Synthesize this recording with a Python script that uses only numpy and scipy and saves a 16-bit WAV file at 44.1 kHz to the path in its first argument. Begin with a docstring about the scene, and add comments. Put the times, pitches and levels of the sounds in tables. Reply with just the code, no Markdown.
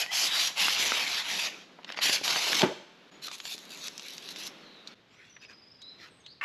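"""A garden: protective film is peeled off a glossy plastic lid. A large sheet comes off in several pulls and ends
with a thump of the hollow shell, then a narrow strip follows. Random tiny clicks, coloured by filters, make the
slipping glue and the rustling film and pages; short kicks make the creases snap; fading sine waves make the shell
ring. Small birds are gliding sine waves, and the harsh squawk that begins near the end is clicks through
narrow resonances. Filtered noise makes the air behind it all."""
import sys
import numpy as np
from scipy import signal
from scipy.fft import rfft, irfft, next_fast_len
from scipy.io import wavfile
from scipy.ndimage import uniform_filter1d

SR = 44100
rng = np.random.default_rng(int(sys.argv[2]) if len(sys.argv) > 2 else 0)


def generate_wav(signal):
    """Clip the signal to [-1, 1] and save it as 16-bit WAV at the path in sys.argv[1]."""
    frames = np.transpose(np.atleast_2d(signal))
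    scaled = np.clip(frames, -1, 1) * 32767
    pcm = np.round(scaled).astype(np.int16)
    wavfile.write(sys.argv[1], SR, pcm)


N = 284397
TIME = np.arange(N) / SR  # seconds

# tone colours, only their shape counts: (frequency [Hz], level per Hz [dB])
AIR_COLOUR = [(25, -14.5), (90, -22.5), (170, 4.5), (400, 2.5), (800, -3.5), (1800, -4.5), (3700, -5.5),
              (6000, -18.5), (8000, -28), (12500, -34)]
PAGE_COLOUR = [(40, -41), (170, -6), (400, -2), (900, -10), (1400, -0.5), (2300, 0.5), (3600, -3),
               (6000, -9), (8000, -24), (12000, -30)]
STRIP_COLOUR = [(400, -25.5), (1200, -11), (1900, -7.5), (2700, -0.5), (3200, -2.5), (3900, 4.5),
                (5000, -6), (6000, -6), (8000, -16.5), (11800, -15.5), (13500, -26)]
FLAP_COLOUR = [(60, -31), (110, -20.5), (170, -2), (450, -1.5), (1100, -3.5), (2000, -24), (5000, -63.5)]
SHEET_COLOUR = [(300, -21), (700, -5.5), (1400, -5), (2200, 0), (3500, 0), (5000, -2.5), (7000, -6),
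                (8300, -13.5), (11500, -8), (13500, -18)]
# the garden is heard from three places in turn: (from time [s], air level [dB], low rumble level [dB])
PLACES = [(-.1, -58, -95), (3.108, -55.5, -89), (4.947, -63, -72)]
# how long echoes last in the yard: (frequency [Hz], time to fade by 60 dB [s])
YARD_FADE = [(150, 0.4), (2000, 0.67), (8000, 0.61), (13000, 0.4)]
# single bird notes: (time [s], length [s], first pitch [Hz], last pitch [Hz], level [dB])
BIRD_NOTES = [(3.107, 0.067, 6800, 6750, -65), (4.585, 0.29, 4330, 3630, -59),
              (5.291, 0.049, 6120, 5720, -60), (5.338, 0.044, 6000, 5750, -60.5),
              (5.801, 0.14, 3804, 4130, -51), (6.08, 0.16, 8200, 8270, -72), (6.198, 0.03, 6770, 6020, -67),
              (6.23, 0.12, 3510, 4980, -55)]
# resonances of the squawk: (frequency [Hz], half the width of each filter [Hz], relative level [dB])
SQUAWK_RESONANCES = [(1160, 66, -4.5), (1480, 440, 4), (1776, 60, 1.5), (2070, 110, 5), (2640, 84, 2)]
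# rubs of the loose film, then of the pages: (start [s], length [s], level at the top of the arch [dB])
RUBS = [(1.46, 0.2, -49.5), (1.863, 0.099, -44), (1.96, 0.051, -37), (4.398, 0.46, -65),
        (4.85, 0.11, -53.5), (5.063, 0.33, -58), (5.405, 0.056, -52), (5.478, 0.074, -54),
        (5.976, 0.13, -50.5)]
# flicks of the loose film and of the pages: (time [s], peak [dB], pitch [Hz])
FLICKS = [(4.873, -27.5, 4150), (5.365, -38, 1900), (5.449, -37.5, 2520), (5.818, -40, 4140),
          (6.263, -35.5, 3330)]
# ringing modes of the hollow shell: (frequency [Hz], relative level [dB], time to fade by 60 dB [s])
SHELL_MODES = [(186, -17, 0.2), (211, 0.5, 0.22), (244, 1.5, 0.16), (375, 4, 0.31), (554, -8, 0.53),
               (614, 0, 0.17), (859, -3, 0.15)]
# tugs on the film knock the lid: (time [s], peak [dB], pitch [Hz])
KNOCKS = [(1.788, -39.5, 706), (2.094, -31, 340), (2.213, -32.5, 323), (2.362, -33, 292),
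          (3.281, -33.5, 1250), (3.313, -38.5, 1150), (3.547, -41, 300)]
# creases that snap: (time [s], peak [dB], pitch [Hz])
SNAPS = [(.063, -25.5, 2560), (.683, -14, 1710), (.92, -13.5, 1700), (1.833, -39.5, 2360),
         (1.846, -27, 2840), (1.892, -26, 1880), (1.902, -25.5, 1860), (1.922, -28, 3150),
         (1.945, -30, 1910), (1.974, -23, 2100), (1.979, -25.5, 2000), (1.989, -19.5, 1900),
         (2.096, -12.5, 2340), (2.279, -11.5, 3070), (2.36, -14, 2000), (2.522, -21, 2900),
         (2.531, -10, 2030), (2.546, -27, 2200), (2.553, -13, 4140), (2.595, -11, 2820),
         (2.619, -7.5, 3080), (3.284, -24, 3730), (3.315, -27, 4050), (3.388, -41, 5500),
         (3.402, -25, 3300), (3.454, -22, 3040), (3.58, -27, 4140), (3.882, -22, 4300), (3.979, -23, 5300),
         (3.996, -24, 3730), (4.023, -29.5, 3920), (4.181, -23.5, 4510), (4.289, -24, 3864),
         (4.361, -25, 3640)]
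# the film squeaks between two pulls: (time [s], pitch [Hz], level [dB])
SQUEAK = [(.064, 1860, -45.5), (0.079, 1910, -51), (.1, 1985, -39), (0.114, 2060, -39)]
# the freed sheet wobbles, rising as it straightens: (time [s], pitch [Hz], level [dB])
WOBBLE = [(2.65, 260, -29), (2.695, 412.4, -39), (2.727, 625, -37.5)]
# resonance of the strip's freed length: (time [s], frequency [Hz])
STRIP_RING = [(3.7, 6930), (4.12, 5530)]
# pulls on the narrow strip: (start [s], length [s], level [dB], change over the pull [dB])
STRIP_PULLS = [(3.212, 0.059, -41, 0), (3.311, 0.04, -40, 0.5), (3.432, 0.11, -40.5, 2),
               (3.686, 0.15, -45, -1), (3.819, 0.053, -40, 1), (4.02, 0.13, -46.5, 0.5),
               (4.202, 0.12, -49.5, 5.5), (4.344, 0.13, -46.5, 8)]
# pulls on the large sheet:
# (start [s], length [s], rise [s], level [dB], change over the pull [dB], sizzle centre at that level [Hz])
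SHEET_PULLS = [(-.02, 0.039, .015, -26.5, 0, 4200), (0.095, 0.18, 0.062, -26, 1, 5000),
               (0.266, 0.21, 0.1, -27.5, 1.5, 3920), (0.548, 0.097, 0.05, -26.5, 0.5, 3530),
               (0.629, 0.12, .03, -27.5, 1, 3780), (0.741, 0.14, 0.064, -26, 0, 3900),
               (.87, 0.34, 0.033, -30, -2.5, 3200), (1.189, 0.28, 0.16, -29, -2, 4180),
               (1.999, 0.061, 0.041, -25, 2.5, 3860), (2.059, 0.093, 0.017, -27, 2, 3870),
               (2.229, 0.39, 0.013, -28.5, 0, 3850)]

DIP_S = 0.0051  # half-width of the brief level dip at each change of place
RUMBLE_HZ, RUMBLE_WIDTH_HZ = 112, 100
TRILL_S, TRILL_STEP_S, TRILL_DB = 5.398, 0.043, -59.5  # start, spacing and typical level of its notes
BLOW_S, BLOW_DB = 2.631, -23  # the blow on the shell as the sheet comes free
STRIP_RISE_S, STRIP_RELEASE_S = 0.024, .012
STRIP_CREEP_DB = -52  # between its pulls the taut strip keeps creeping off the lid
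JERKS_PER_S = 300  # slips of the strip at full speed, before their random wander
JERK_SPREAD_DB = 5.5
SHEET_RELEASE_S = 0.019
SIZZLE_POWER = 0.67  # the sizzle centre follows the speed of peeling to this power
SIZZLE_LOW_HZ = 2110  # its centre when the peel has almost stopped
FLAP_DB, FLAP_LAG_S = -18.5, 0.024  # slack film against the peel, once all of it hangs loose
SWAY_DB = -61.5  # the slack film keeps swaying as long as the hand holds it
# the freed sheet swings away just after the blow
SWING_DB, SWING_RISE_S, SWING_FALL_S, SWING_LATE_S = -28.5, 0.052, 0.017, 0.021
NOTCH_HZ, EDGE_HZ = 9020, 13500  # microphone notch, upper band limit


def gain_of(db):
    """Turns decibels into amplitude."""
    return 10 ** (np.asarray(db) / 20)


def evened(x):
    """Scales a sound to an rms (average strength) of 1."""
    return x / np.sqrt(np.mean(x ** 2) + 1e-20)


def read(points, hz):
    """Reads a table at given frequencies, on a logarithmic axis like that of hearing."""
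    f, value = np.transpose(points)
    return np.interp(np.log(hz + 1), np.log(f + 1), value)


def level(s, db):
    """A gain that follows dB points and is practically silent outside them."""
    return gain_of(np.interp(TIME, s, db, left=-120, right=-120))


def add(mix, s, sound):
    """Mixes a sound in at a time in seconds."""
    part = mix[max(round(s * SR), 0):][:len(sound)]
    part += sound[:len(part)]


def filtered(x, order, hz, kind):
    """A plain low, high or band filter."""
    return signal.sosfilt(signal.butter(order, hz, kind, fs=SR, output="sos"), x)


def wander(hz):
    """Smooth random motion of rms 1; a higher rate moves faster."""
    size = next_fast_len(N, real=True)
    f = np.fft.rfftfreq(size, 1 / SR)
    spectrum = rfft(rng.standard_normal(size)) * np.exp(-(f / hz) ** 2)
    return evened(irfft(spectrum, size)[:N])


def coloured(x, points):
    """Gives a sound a tone colour without smearing clicks backwards, so their fronts stay sharp; rms 1."""
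    log_gain = np.log(gain_of(read(points, abs(np.fft.fftfreq(4096, 1 / SR)))))
    spectrum = np.exp(np.conj(signal.hilbert(log_gain)))  # minimum phase
    taps = np.fft.ifft(spectrum).real[:2048]
    return evened(signal.oaconvolve(x, taps)[:N])


def resonate(x, hz, width):
    """A resonance of gain 1 whose frequency can follow a curve."""
    turn = np.exp(2j * np.pi * np.cumsum(hz * np.ones(len(x))) / SR)
    r = np.exp(-np.pi * width / SR)
    # shift the resonance down to 0 Hz, smooth there, shift back
    smooth = signal.lfilter([1 - r], [1, -r], x / turn + 1e-18)
    return 2 * (turn * smooth).real


def slips(per_s, spread_db):
    """A random train of tiny clicks, a few much larger than the rest; rms 1."""
    size = gain_of(spread_db * np.minimum(rng.exponential(1, N), 4))
    happens = rng.random(N) < per_s / SR
    return evened(size * rng.choice([-1, 1], N) * happens)


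def patchy(x, depth_db):
    """Patches of pitch come and go, as film resonances do when its free length and tension change."""
    z = signal.stft(x, nperseg=512, noverlap=384)[2]
    patches = uniform_filter1d(rng.standard_normal(z.shape), size=4, axis=0)  # smooth over frequency
    patches = uniform_filter1d(patches, size=22, axis=1)  # smooth over time
    varied = z * gain_of(depth_db * evened(patches))
    return evened(signal.istft(varied, nperseg=512, noverlap=384)[1][:N])


def clicks(rows, width_hz, ring_s, ring_db, reach):
    """A sharp kick and a brief shiver around its own pitch; low ones have less treble, high ones less bass."""
    out, t = np.zeros(N), np.arange(SR // 20) / SR
    for s, db, hz in rows:
        kick = gain_of(ring_db) * rng.standard_normal(len(t)) * np.exp(-t / ring_s)
        kick[0] += 1
        edges = [130 + (hz / 150) ** 2, min(reach * hz, SR / 3)]
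        snap = filtered(resonate(kick, hz, width_hz), 3, edges, "band")
        add(out, s, gain_of(db) * snap / abs(snap).max())
    return out


def glide(points, rough):
    """A rough tone of the film that follows points of time, pitch and level."""
    s, hz, db = np.transpose(points)
    pitch = np.interp(TIME, s, hz) * (1 + rough * wander(hz=300))
    turns = np.cumsum(pitch) / SR
    return np.sqrt(2) * uniform_filter1d(level(s, db), size=200) * np.sin(2 * np.pi * turns)


def stroke(start, length, rise_s, change_db, release_s):
    """One pull of the hand: it gathers speed, holds while tiring or gaining, and lets go."""
    t = TIME - start
    rise = np.sin(np.pi / 2 * np.clip(t / rise_s, 0, 1)) ** 2
    change = gain_of(change_db * np.clip(t / length, 0, 1))
    return rise * change * np.exp(-np.maximum(t - length, 0) / release_s)


def air():
    """Distant outdoor wash that swells a little and a low rumble, each with its own level in each place."""
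    s, db, rumble_db = np.transpose(PLACES)
    place = np.searchsorted(s, TIME) - 1
    rumble = rng.standard_normal(N)
    for _ in range(2):
        rumble = resonate(rumble, RUMBLE_HZ, RUMBLE_WIDTH_HZ)
    wash = coloured(rng.standard_normal(N), AIR_COLOUR) * gain_of(1.8 * wander(hz=2.0))
    return gain_of(db[place]) * wash + gain_of(rumble_db[place]) * evened(rumble)


def dips():
    """The level dips briefly where one place gives way to the next, passing through zero."""
    return 1 - sum(np.exp(-((TIME - s) / DIP_S) ** 2) for s, *_ in PLACES) * 1.5


def yard(x):
    """Scattered echoes from paving, hedge and walls; the middle pitches last longest."""
    late_enough = TIME[:SR] > .008
    taps = rng.standard_normal(SR) * (rng.random(SR) < 3000 / SR) * late_enough
    hz, t, z = signal.stft(taps, SR, nperseg=256)
    fade = gain_of(-60 * t / read(YARD_FADE, hz)[:, None])
    tail = signal.istft(z * fade, SR, nperseg=256)[1]
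    return signal.fftconvolve(x, tail / np.linalg.norm(tail))[:N]


def birds():
    """Thin whistles and a trill of quick upsweeps; long notes warble more, and so do those that glide far."""
    out, waver = np.zeros(N), wander(hz=448)
    trill = [(TRILL_S + k * TRILL_STEP_S, .036, 4720 + 70 * a, 5320 + 70 * b, TRILL_DB + c)
             for k, (a, b, c) in enumerate(rng.standard_normal((12, 3)))]
    for s, length, first_hz, last_hz, db in [*BIRD_NOTES, *trill]:
        count = int(length * SR)
        warble = .12 * length + .25 * np.log(last_hz / first_hz) ** 2
        hz = np.linspace(first_hz, last_hz, count) * (1 + warble * waver[int(s * SR):][:count])
        whistle = np.sqrt(2) * np.sin(2 * np.pi * np.cumsum(hz) / SR)
        add(out, s, gain_of(db) * signal.windows.tukey(count, .5) * whistle)
    return out * gain_of(2 * wander(hz=120))


def squawk():
    """A sudden harsh rasp: dense clicks ring a few narrow resonances, each filtered twice."""
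    rasp = slips(per_s=3500, spread_db=4.0)
    call = np.zeros(N)
    for hz, w, db in SQUAWK_RESONANCES:
        call += gain_of(db) * evened(resonate(resonate(rasp, hz, 2 * w), hz, 2 * w))
    onset = np.clip((TIME - 6.411) / 0.001, 0, 1)
    return gain_of(-32.5) * evened(call) * onset


def rustle():
    """Soft rubs of film and paper, each swelling and fading in one arch, with a few flicks."""
    touch = np.zeros(N)
    for s, length, db in RUBS:
        touch += gain_of(db) * np.sin(np.pi * np.clip((TIME - s) / length, 0, 1))
    rub = patchy(coloured(slips(per_s=2500, spread_db=2.5), PAGE_COLOUR), depth_db=5.0)
    return rub * touch + clicks(FLICKS, width_hz=540, ring_s=0.0059, ring_db=14.0, reach=2.1)


def shell():
    """The released lid springs back with a hollow thump: its modes ring strongly, then fade as a weaker tail,
    and a short dull slap of noise sounds with them."""
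    out, t = np.zeros(N), np.arange(SR // 2) / SR
    ring = sum(gain_of(db - 60 * t / t60) * np.sin(2 * np.pi * hz * t) for hz, db, t60 in SHELL_MODES)
    ring = ring * (0.16 + np.exp(-t / 0.015))  # strong at first, then a weaker tail
    slap = evened(filtered(rng.standard_normal(len(t)), 2, 1600, "low"))
    add(out, BLOW_S, gain_of(BLOW_DB) * (ring + slap * np.exp(-t / 0.027)))
    return filtered(out, 6, 135, "high")  # a small shell radiates no deep bass


def strip_pull():
    """Level of the strip's peel line: short pulls over a slow creep that lasts from the first to the last."""
    first, end = STRIP_PULLS[0][0], STRIP_PULLS[-1][0] + STRIP_PULLS[-1][1]
    rows = [*STRIP_PULLS, (first, end - first, STRIP_CREEP_DB, 0)]
    pulls = [gain_of(db) * stroke(s, length, STRIP_RISE_S, change_db, STRIP_RELEASE_S)
             for s, length, db, change_db in rows]
    return np.max(pulls, axis=0)


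def strip():
    """A narrow peel line lets go in jerks, each a bright dry tick; a faster pull merges them into a hiss.
    The freed length rings, lower as it grows."""
    pull = strip_pull()
    speed = pull / pull.max()
    rate = JERKS_PER_S * np.sqrt(speed) * np.exp(wander(hz=90.9))
    jerks = np.diff(np.floor(np.cumsum(rate) / SR), prepend=0)
    jerks = jerks * gain_of(JERK_SPREAD_DB * np.minimum(rng.exponential(1, N), np.pi))
    jerks = np.diff(jerks, prepend=0)  # a push and its recoil: mostly treble
    ticks = coloured(jerks, STRIP_COLOUR) * pull.max() * np.sqrt(speed)
    grains = slips(per_s=7600, spread_db=3.5) * gain_of(0.73 * wander(hz=68.5))
    hiss = patchy(coloured(grains, STRIP_COLOUR), depth_db=4.0)
    ring = resonate(hiss, np.interp(TIME, *np.transpose(STRIP_RING)), width=540)
    return pull * evened(hiss + gain_of(2.5) * ring) + gain_of(-17.5) * ticks


def flapping(pull, loose):
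    """The slack film sways, moves with the pull, more as more of it hangs loose, and swings away at the end."""
    keep = np.exp(-1 / (FLAP_LAG_S * SR))
    t = TIME - BLOW_S - SWING_LATE_S
    swing = np.exp(np.minimum(t / SWING_RISE_S, -t / SWING_FALL_S))
    tugged = loose ** 0.53 * signal.lfilter([1 - keep], [1, -keep], pull)
    sway = gain_of(SWAY_DB) * (t < 0)
    return np.hypot(sway, gain_of(FLAP_DB) * tugged + gain_of(SWING_DB) * swing)


def sheet():
    """Dense slips of glue ring the taut film; a faster pull is brighter and adds fizz, and the slack part flaps."""
    pull, hz = np.zeros(N), np.zeros(N)
    for start, length, rise_s, db, change_db, top_hz in SHEET_PULLS:
        shape = stroke(start, length, rise_s, change_db, SHEET_RELEASE_S) + 1e-9
        # the sizzle takes its pitch from a pull that outdoes all before it
        hz = np.where(gain_of(db) * shape > pull, top_hz * shape ** SIZZLE_POWER, hz)
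        pull = np.hypot(pull, gain_of(db) * shape)
    speed = pull / pull.max()
    loose = np.cumsum(pull) / pull.sum()  # share of the sheet already peeled
    grip = gain_of(1.5 * np.sqrt(loose) * wander(hz=70))  # the peel flutters more as more film hangs slack
    film = patchy(coloured(slips(per_s=14000, spread_db=3.0), SHEET_COLOUR), depth_db=3.0)
    sizzle = evened(resonate(film, np.maximum(hz, SIZZLE_LOW_HZ), width=3920))
    fizz = filtered(coloured(rng.standard_normal(N), SHEET_COLOUR), 2, 6000, "high")
    fizz = gain_of(-5.0 + 2 * wander(hz=160)) * speed * fizz
    flap = patchy(coloured(slips(per_s=1300, spread_db=2.0), FLAP_COLOUR), depth_db=4.5)
    return pull * grip * (sizzle + fizz) + flapping(pull, loose) * flap


def scene():
    """The film and the shell are close, with a faint echo from the yard; the birds are wet; all in the centre."""
    snaps = clicks(SNAPS, width_hz=2070, ring_s=0.0025, ring_db=-16, reach=2.0)
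    knocks = clicks(KNOCKS, width_hz=430, ring_s=0.0082, ring_db=-21, reach=3.1)
    tones = glide(SQUEAK, rough=0.011) + glide(WOBBLE, rough=.12)
    loud = sheet() + snaps + knocks + tones + shell() + squawk()
    small = strip() + rustle()
    song = birds()
    echoes = yard(gain_of(-14.5) * loud + gain_of(-20) * small + gain_of(-5.5) * song)
    mix = (loud + small + song + echoes + air()) * dips()
    return np.array([mix, mix])


def record(dry):
    """The microphone has a narrow notch in the treble, made by two filters; then the highest pitches are cut."""
    notched = dry
    for sharpness in (9, 14):
        notched = signal.lfilter(*signal.iirnotch(NOTCH_HZ, sharpness, fs=SR), notched)
    band_limit = signal.firwin(161, EDGE_HZ, window=("kaiser", 9), fs=SR)
    return signal.oaconvolve(notched, band_limit[None], "same")


dry = scene()
out = record(dry)
generate_wav(out)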